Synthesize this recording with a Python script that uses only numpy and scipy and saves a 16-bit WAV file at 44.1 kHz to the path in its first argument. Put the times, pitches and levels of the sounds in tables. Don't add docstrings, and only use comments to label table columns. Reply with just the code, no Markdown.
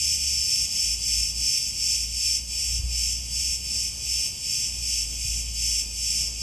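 import sys
import numpy as np
from scipy import signal
from scipy.fft import rfft, irfft, next_fast_len
from scipy.io import wavfile
from scipy.ndimage import uniform_filter1d, map_coordinates

SR = 44100
rng = np.random.default_rng(int(sys.argv[2]) if len(sys.argv) > 2 else 0)


def to_wav(s):
    ch = np.atleast_2d(s).T
    pcm = np.round(np.clip(ch, -1, 1) * 32767)
    wavfile.write(sys.argv[1], SR, pcm.astype(np.int16))


def decibels_to_gain(level_db):
    exponent = np.asarray(level_db, float) / 20
    return 10 ** exponent


N = 283122
OPPOSITE = np.array([[1], [-1]])


def unit(x):
    return x / np.sqrt(np.mean(x ** 2) + 1e-20)


def along(points, hz):
    f, v = np.transpose(points)
    return np.interp(np.log(hz + 1), np.log(f + 1), v)


def curves(rows):
    s, *cols = np.transpose(rows)
    return [np.interp(np.arange(N) / SR, s, c) for c in cols]


def wobble(rate_hz):
    knots = rng.standard_normal(int(N * rate_hz / SR) + 4)
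    return map_coordinates(knots, [np.arange(N) * rate_hz / SR])


def filtered(x, response):
    m = next_fast_len(N + 8192)
    return irfft(rfft(x, m) * response(np.fft.rfftfreq(m, 1 / SR)), m)[..., :N]


def cicadas():
    near, crowd = voices()
    drive = unit(patchy(near + decibels_to_gain(4.0) * crowd, depth_db=0.5))
    overtone_drive = unit(patchy(near + decibels_to_gain(9.0) * crowd, depth_db=1.0))
    song = body(drive, overtone_drive)
    unlike_part = body(*rng.standard_normal((2, N)))
    return song + decibels_to_gain(-16.0) * unlike_part * OPPOSITE


def voices():
    # (time [s], slow singer's share [0-1], fast click rate [Hz])
    turns = [(0, .2, 243), (1.15, .2, 242), (1.25, .8, 241), (1.45, .3, 241), (1.65, .8, 241),
             (1.85, .3, 243), (2.3, .5, 240), (2.6, .9, 246), (3.3, .7, 250), (4.3, .8, 250),
             (4.45, .4, 250), (4.65, .8, 248), (5.05, .9, 250), (5.2, .1, 250), (6.05, .3, 252),
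             (6.2, .8, 250), (6.42, .8, 250)]
    slow_hz = 224
    share, fast_hz = curves(turns)
    slow = clicks(slow_hz, sharp=1.1, drift=.006, steady=0.35)
    fast = clicks(fast_hz, sharp=1.1, drift=.006, steady=0.35)
    crowd_hz = rng.uniform(190, 270, size=6)
    crowd = sum(clicks(rate_hz, sharp=0.35, drift=.01, steady=0.35) for rate_hz in crowd_hz)
    near = np.sqrt(share) * slow + np.sqrt(1 - share) * fast
    return unit(near), unit(crowd)


def clicks(rate_hz, sharp, drift, steady):
    turn = np.cumsum(rate_hz * (1 + drift * wobble(5))) / SR + rng.random()
    pull = np.exp(sharp * (np.cos(2 * np.pi * turn) - 1))
    pull_sizes = decibels_to_gain(0.41 * rng.standard_normal(2 * N // 100))
    size = pull_sizes[turn.round().astype(int)]
    ribs = rng.standard_normal(200)[(turn % 1 * 200).astype(int)]
    steady = np.clip(steady, 0, 1)
    crackle = np.sqrt(steady) * ribs + np.sqrt(1 - steady) * rng.standard_normal(N)
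    return unit(pull * size * crackle)


def patchy(x, depth_db):
    z = signal.stft(x, nperseg=512)[2]
    field = uniform_filter1d(rng.standard_normal(z.shape), 3, 0)
    field = uniform_filter1d(field, 16, 1)
    return signal.istft(z * decibels_to_gain(depth_db * unit(field)), nperseg=512)[1][:N]


def body(drive, overtone_drive):
    # (frequency [Hz], density [dB per Hz])
    air_sac = [(1500, -74), (1800, -29), (2250, -7.5), (2500, -1), (3000, -0.5), (3280, -3.5),
               (3550, -10.5), (4000, -15), (4400, -33)]
    tymbal_shape = [(3800, -68), (4250, -26), (4800, -9.5), (5050, -1.5), (5300, 0.5), (5500, -3),
                    (5800, -10.5), (6300, -31), (7000, -60)]
    overtones = [(5000, -50.5), (5700, -8), (6100, -1.5), (7000, -6), (7400, -1), (7900, -3.5),
                 (8400, -8.5), (8800, -13), (9500, -14), (10500, -8.5), (11400, -15), (12100, -20)]
    # (frequency [Hz], gain [dB])
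    air_loss = [(11900, 3.5), (13200, -8), (13600, -18), (14000, -30), (14500, -90)]
    # (frequency [Hz], width [Hz], level [dB])
    rib_modes = [(2790, 140, 0), (3306, 81, 5), (5290, 180, 3), (5620, 98, 5.5), (7900, 81, 4),
                 (8120, 37, 6), (8560, 70, 7), (9040, 56, 3.5), (11120, 90, 2.5), (12100, 60, 0)]
    tymbal_hz = 5300

    def ring(x, shape, tune):
        def response(hz):
            ribs_db = sum(db / (1 + (2 * (hz - c) / w) ** 2) for c, w, db in rib_modes)
            return decibels_to_gain(along(shape, hz / tune) + along(air_loss, hz) + ribs_db)
        return unit(filtered(x, response))

    tymbal_gain, overtone_gain, sac_gain, pitch_hz = phrasing()
    high = np.clip((pitch_hz / tymbal_hz - .96) / .07, 0, 1)
    tymbal = (1 - high) * ring(drive, tymbal_shape, 0.96) + high * ring(drive, tymbal_shape, 1.0063)
    song = decibels_to_gain(0.4) * tymbal_gain * tymbal
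    song = song + decibels_to_gain(0.28) * overtone_gain * ring(overtone_drive, overtones, 1)
    return song + sac_gain * ring(drive, air_sac, 0.99)


def phrasing():
    # (start [s], length [s], level at the stop [dB], tymbal over overtones [dB])
    phrases = [(-0.073, 0.224, -29.0, 1), (0.168, 0.25, -32, 3.5), (0.084, 0.21, -34, -4),
               (0.384, 0.27, -30.0, 2), (0.67, 0.27, -30.5, 1.3), (0.965, 0.27, -32.1, 1.5),
               (1.015, 0.291, -34.0, 2), (1.344, 0.24, -30, 3.1), (1.488, 0.21, -33.5, 1.9),
               (1.713, 0.24, -33, 4), (1.789, 0.25, -32, 1), (1.988, 0.34, -39.5, 0.5),
               (2.132, 0.24, -30, 3.0), (2.47, 0.31, -32.5, 1.0), (2.88, 0.25, -32, 0),
               (2.881, 0.3, -38.5, 3), (3.109, 0.286, -43.5, -1), (3.284, 0.27, -31.5, 0.9),
               (3.622, 0.26, -33.5, 2.5), (4.008, 0.27, -31, 0.6), (4.4, 0.264, -32.4, 1.6),
               (4.48, 0.42, -40.1, 0), (4.798, 0.23, -31, 1.7), (4.974, 0.25, -40, -1.3),
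               (5.147, 0.26, -33.0, -3), (5.305, 0.332, -44, -7), (5.534, 0.28, -30, -0.1),
               (5.93, 0.29, -32.5, -0.7), (6.037, 0.24, -34.5, 4), (6.373, 0.22, -34.5, 3)]
    # (time [s], level [dB])
    far_chorus = [
        (0, -37),
        (1.5, -38.5),
        (2.5, -40),
        (3.5, -38.5),
        (4.2, -38),
        (5.5, -38.5),
        (6.42, -38),
    ]
    swell_s, swell_power, sag_db_per_s, stop_s = .136, 1.34, 10, 0.011
    far_tymbal_db, far_sac_db, sac_db = -0.4, 1.6, -10
    start_hz, climb_hz_per_s, far_hz = 5230, 850, 5166

    start, length, stop_db, tymbal_db = np.transpose(phrases)[..., None]
    t = np.arange(0, N, 16) / SR
    since, left = np.clip(t - start, 0, length), start + length - t
    power = np.clip(since / swell_s, 0, 1) ** swell_power * np.exp(np.minimum(left, 0) / stop_s)
    power = power * decibels_to_gain(2 * (stop_db + sag_db_per_s * (length - since)))
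    far = decibels_to_gain(2 * curves(far_chorus)[0][::16])
    tymbal = power * decibels_to_gain(2 * tymbal_db)
    far_tymbal = far * decibels_to_gain(2 * far_tymbal_db)
    tymbal_sum = tymbal.sum(0) + far_tymbal
    climbing_hz = start_hz + climb_hz_per_s * since
    pitch_hz = ((tymbal * climbing_hz).sum(0) + far_tymbal * far_hz) / tymbal_sum
    sac = (power.sum(0) + far * decibels_to_gain(2 * far_sac_db)) * decibels_to_gain(2 * sac_db)
    rows = [np.sqrt(tymbal_sum), np.sqrt(power.sum(0) + far), np.sqrt(sac), pitch_hz]
    return [np.interp(np.arange(N) / SR, t, row) for row in rows]


def engine():
    # (time [s], firing rate [Hz], level [dB])
    hum_rows = [(0.0, 71.8, -42.5), (0.39, 67.3, -39.5), (0.5, 65.5, -48), (0.62, 63, -41),
                (0.71, 51.7, -55), (0.88, 57.13, -37.5), (1.43, 57.36, -36), (1.48, 57.55, -49.5),
                (2.04, 58.63, -37.5), (2.63, 60.1, -43.5), (2.73, 60.25, -30), (3.68, 61.6, -42.5),
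                (4.18, 60.6, -41), (4.36, 58.7, -58), (4.72, 58.84, -40.5), (5.47, 57.35, -34.5),
                (5.95, 57.15, -39.5), (6.42, 57.5, -38.5)]
    # (time [s], half width [s], gain [dB])
    fades = [(.02, .03, -4), (.53, .02, -8), (.82, 0.035, -8), (1.05, .05, -4.5), (1.2, .05, 3.5),
             (1.29, 0.039, -6), (1.63, 0.035, -7), (2.15, .05, 1), (2.22, 0.022, -7), (2.5, 0.049, 4.5),
             (2.82, .012, -10), (2.86, 0.041, 4.5), (3.42, .025, -1), (3.5, 0.053, 3), (3.97, 0.038, -7),
             (4.16, 0.039, 1), (4.25, .04, -4), (4.5, 0.021, -15), (4.62, 0.029, 0), (4.79, 0.032, 5),
             (5.26, .015, -9), (5.32, 0.058, 3.5)]
    # (time [s], peak level [dB])
    bumps = [
        (2.733, -30),
        (2.797, -24),
        (2.844, -29),
        (3.528, -37),
        (4.791, -48),
        (5.255, -26.5),
        (5.29, -29.5),
    ]
    hz, level_db = curves(hum_rows)
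    for s, width, db in fades:
        level_db = level_db + db * np.exp(-((np.arange(N) / SR - s) / width) ** 2)
    phase = 2 * np.pi * np.cumsum(hz + 0.852 * wobble(11)) / SR
    tone = np.sin(phase) + decibels_to_gain(-19) * np.sin(2 * phase)
    hum = np.sqrt(2) * decibels_to_gain(level_db + 0.72 * wobble(20)) * tone
    half = SR // 20
    t = np.arange(-half, half) / SR
    thump = np.cos(2 * np.pi * 85 * t) * np.exp(-(t / 0.0054) ** 2)
    for s, db in bumps:
        hum[round(s * SR) - half:][:len(t)] += decibels_to_gain(db) * thump
    aside = decibels_to_gain(-14.5) * decibels_to_gain(level_db) * np.sin(phase + 2.0 * wobble(6))
    return (hum + aside * OPPOSITE) * decibels_to_gain([[-.4], [.4]])


def rumble():
    # (frequency [Hz], density [dB per Hz])
    spectrum = [(15, -60), (25, -28), (42, -8.5), (66, -5), (100, -7), (150, -13), (210, -15), (315, -24.5),
                (700, -27.5), (1200, -32.5), (1450, -38), (1800, -35.5), (2400, -56)]
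    # (frequency [Hz], correlation [0-1])
    alike = [(60, 0.96), (170, 0.92), (360, 0.69), (730, 0.16), (1040, 0), (1500, 0.12)]
    # (frequency [Hz], left minus right [dB])
    tilt = [(60, -1), (200, 0), (510, 1.5), (1040, 1.5), (1800, 0.5)]

    def shape(hz):
        angle = np.arccos(np.clip(along(alike, hz), -1, 1)) / 2
        return decibels_to_gain(along(spectrum, hz)) * [np.cos(angle), np.sin(angle)]

    mid, side = filtered(rng.standard_normal((2, N)), shape)
    pair = np.array([mid + side, mid - side])
    pair = filtered(pair, lambda hz: decibels_to_gain(along(tilt, hz) / 2 * OPPOSITE))
    return decibels_to_gain(-46.5 + 1.3 * wobble(8)) * unit(pair)


def scene():
    return cicadas() + engine() + rumble()


def microphone_ports(dry):
    # (frequency [Hz], left lead [rad])
    lead = [(2150, 0), (3200, .68), (3900, .35), (4700, .6), (5400, .55), (6400, .2), (7300, .25),
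            (7850, .58), (8500, .1), (8850, -.45), (9200, -1.3), (10290, -3.14), (11650, -5.8),
            (12300, -6.5), (13250, -9.2)]
    return filtered(dry, lambda hz: np.exp(.5j * along(lead, hz) * OPPOSITE))


def joint_stereo(pair):
    # (frequency [Hz], margin [dB])
    margin = [(900, 25), (1400, 9), (2200, 11), (3000, 15), (4000, 11), (5200, 17), (6300, 10), (7300, 10),
              (7900, 15), (8700, 10), (11700, 11), (12900, 5)]
    scatter_db = 2
    left, right = pair
    shift, bins = 90, 12
    mid_side = np.pad([left + right, left - right], ((0, 0), (shift, 0))) / 2
    hz, _, z = signal.stft(mid_side, SR, "cosine", 2048)
    band = np.arange(len(hz)) // bins
    power = np.add.reduceat(abs(z) ** 2, np.arange(0, len(hz), bins), axis=1)
    margin_db = along(margin, hz[::bins] + 130)[:, None]
    floor = decibels_to_gain(2 * (scatter_db * rng.standard_normal(power.shape) - margin_db)) * power.sum(0)
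    weak = (power < floor)[:, band]
    mid, side = signal.istft(z * ~weak, SR, "cosine", 2048)[1][:, shift:N + shift]
    return np.array([mid + side, mid - side])


def roll_off(x):
    return signal.sosfilt(signal.butter(12, 13850, fs=SR, output="sos"), x)


def record(dry):
    mix = joint_stereo(microphone_ports(dry))
    return roll_off(mix)


dry = scene()
out = record(dry)
to_wav(out)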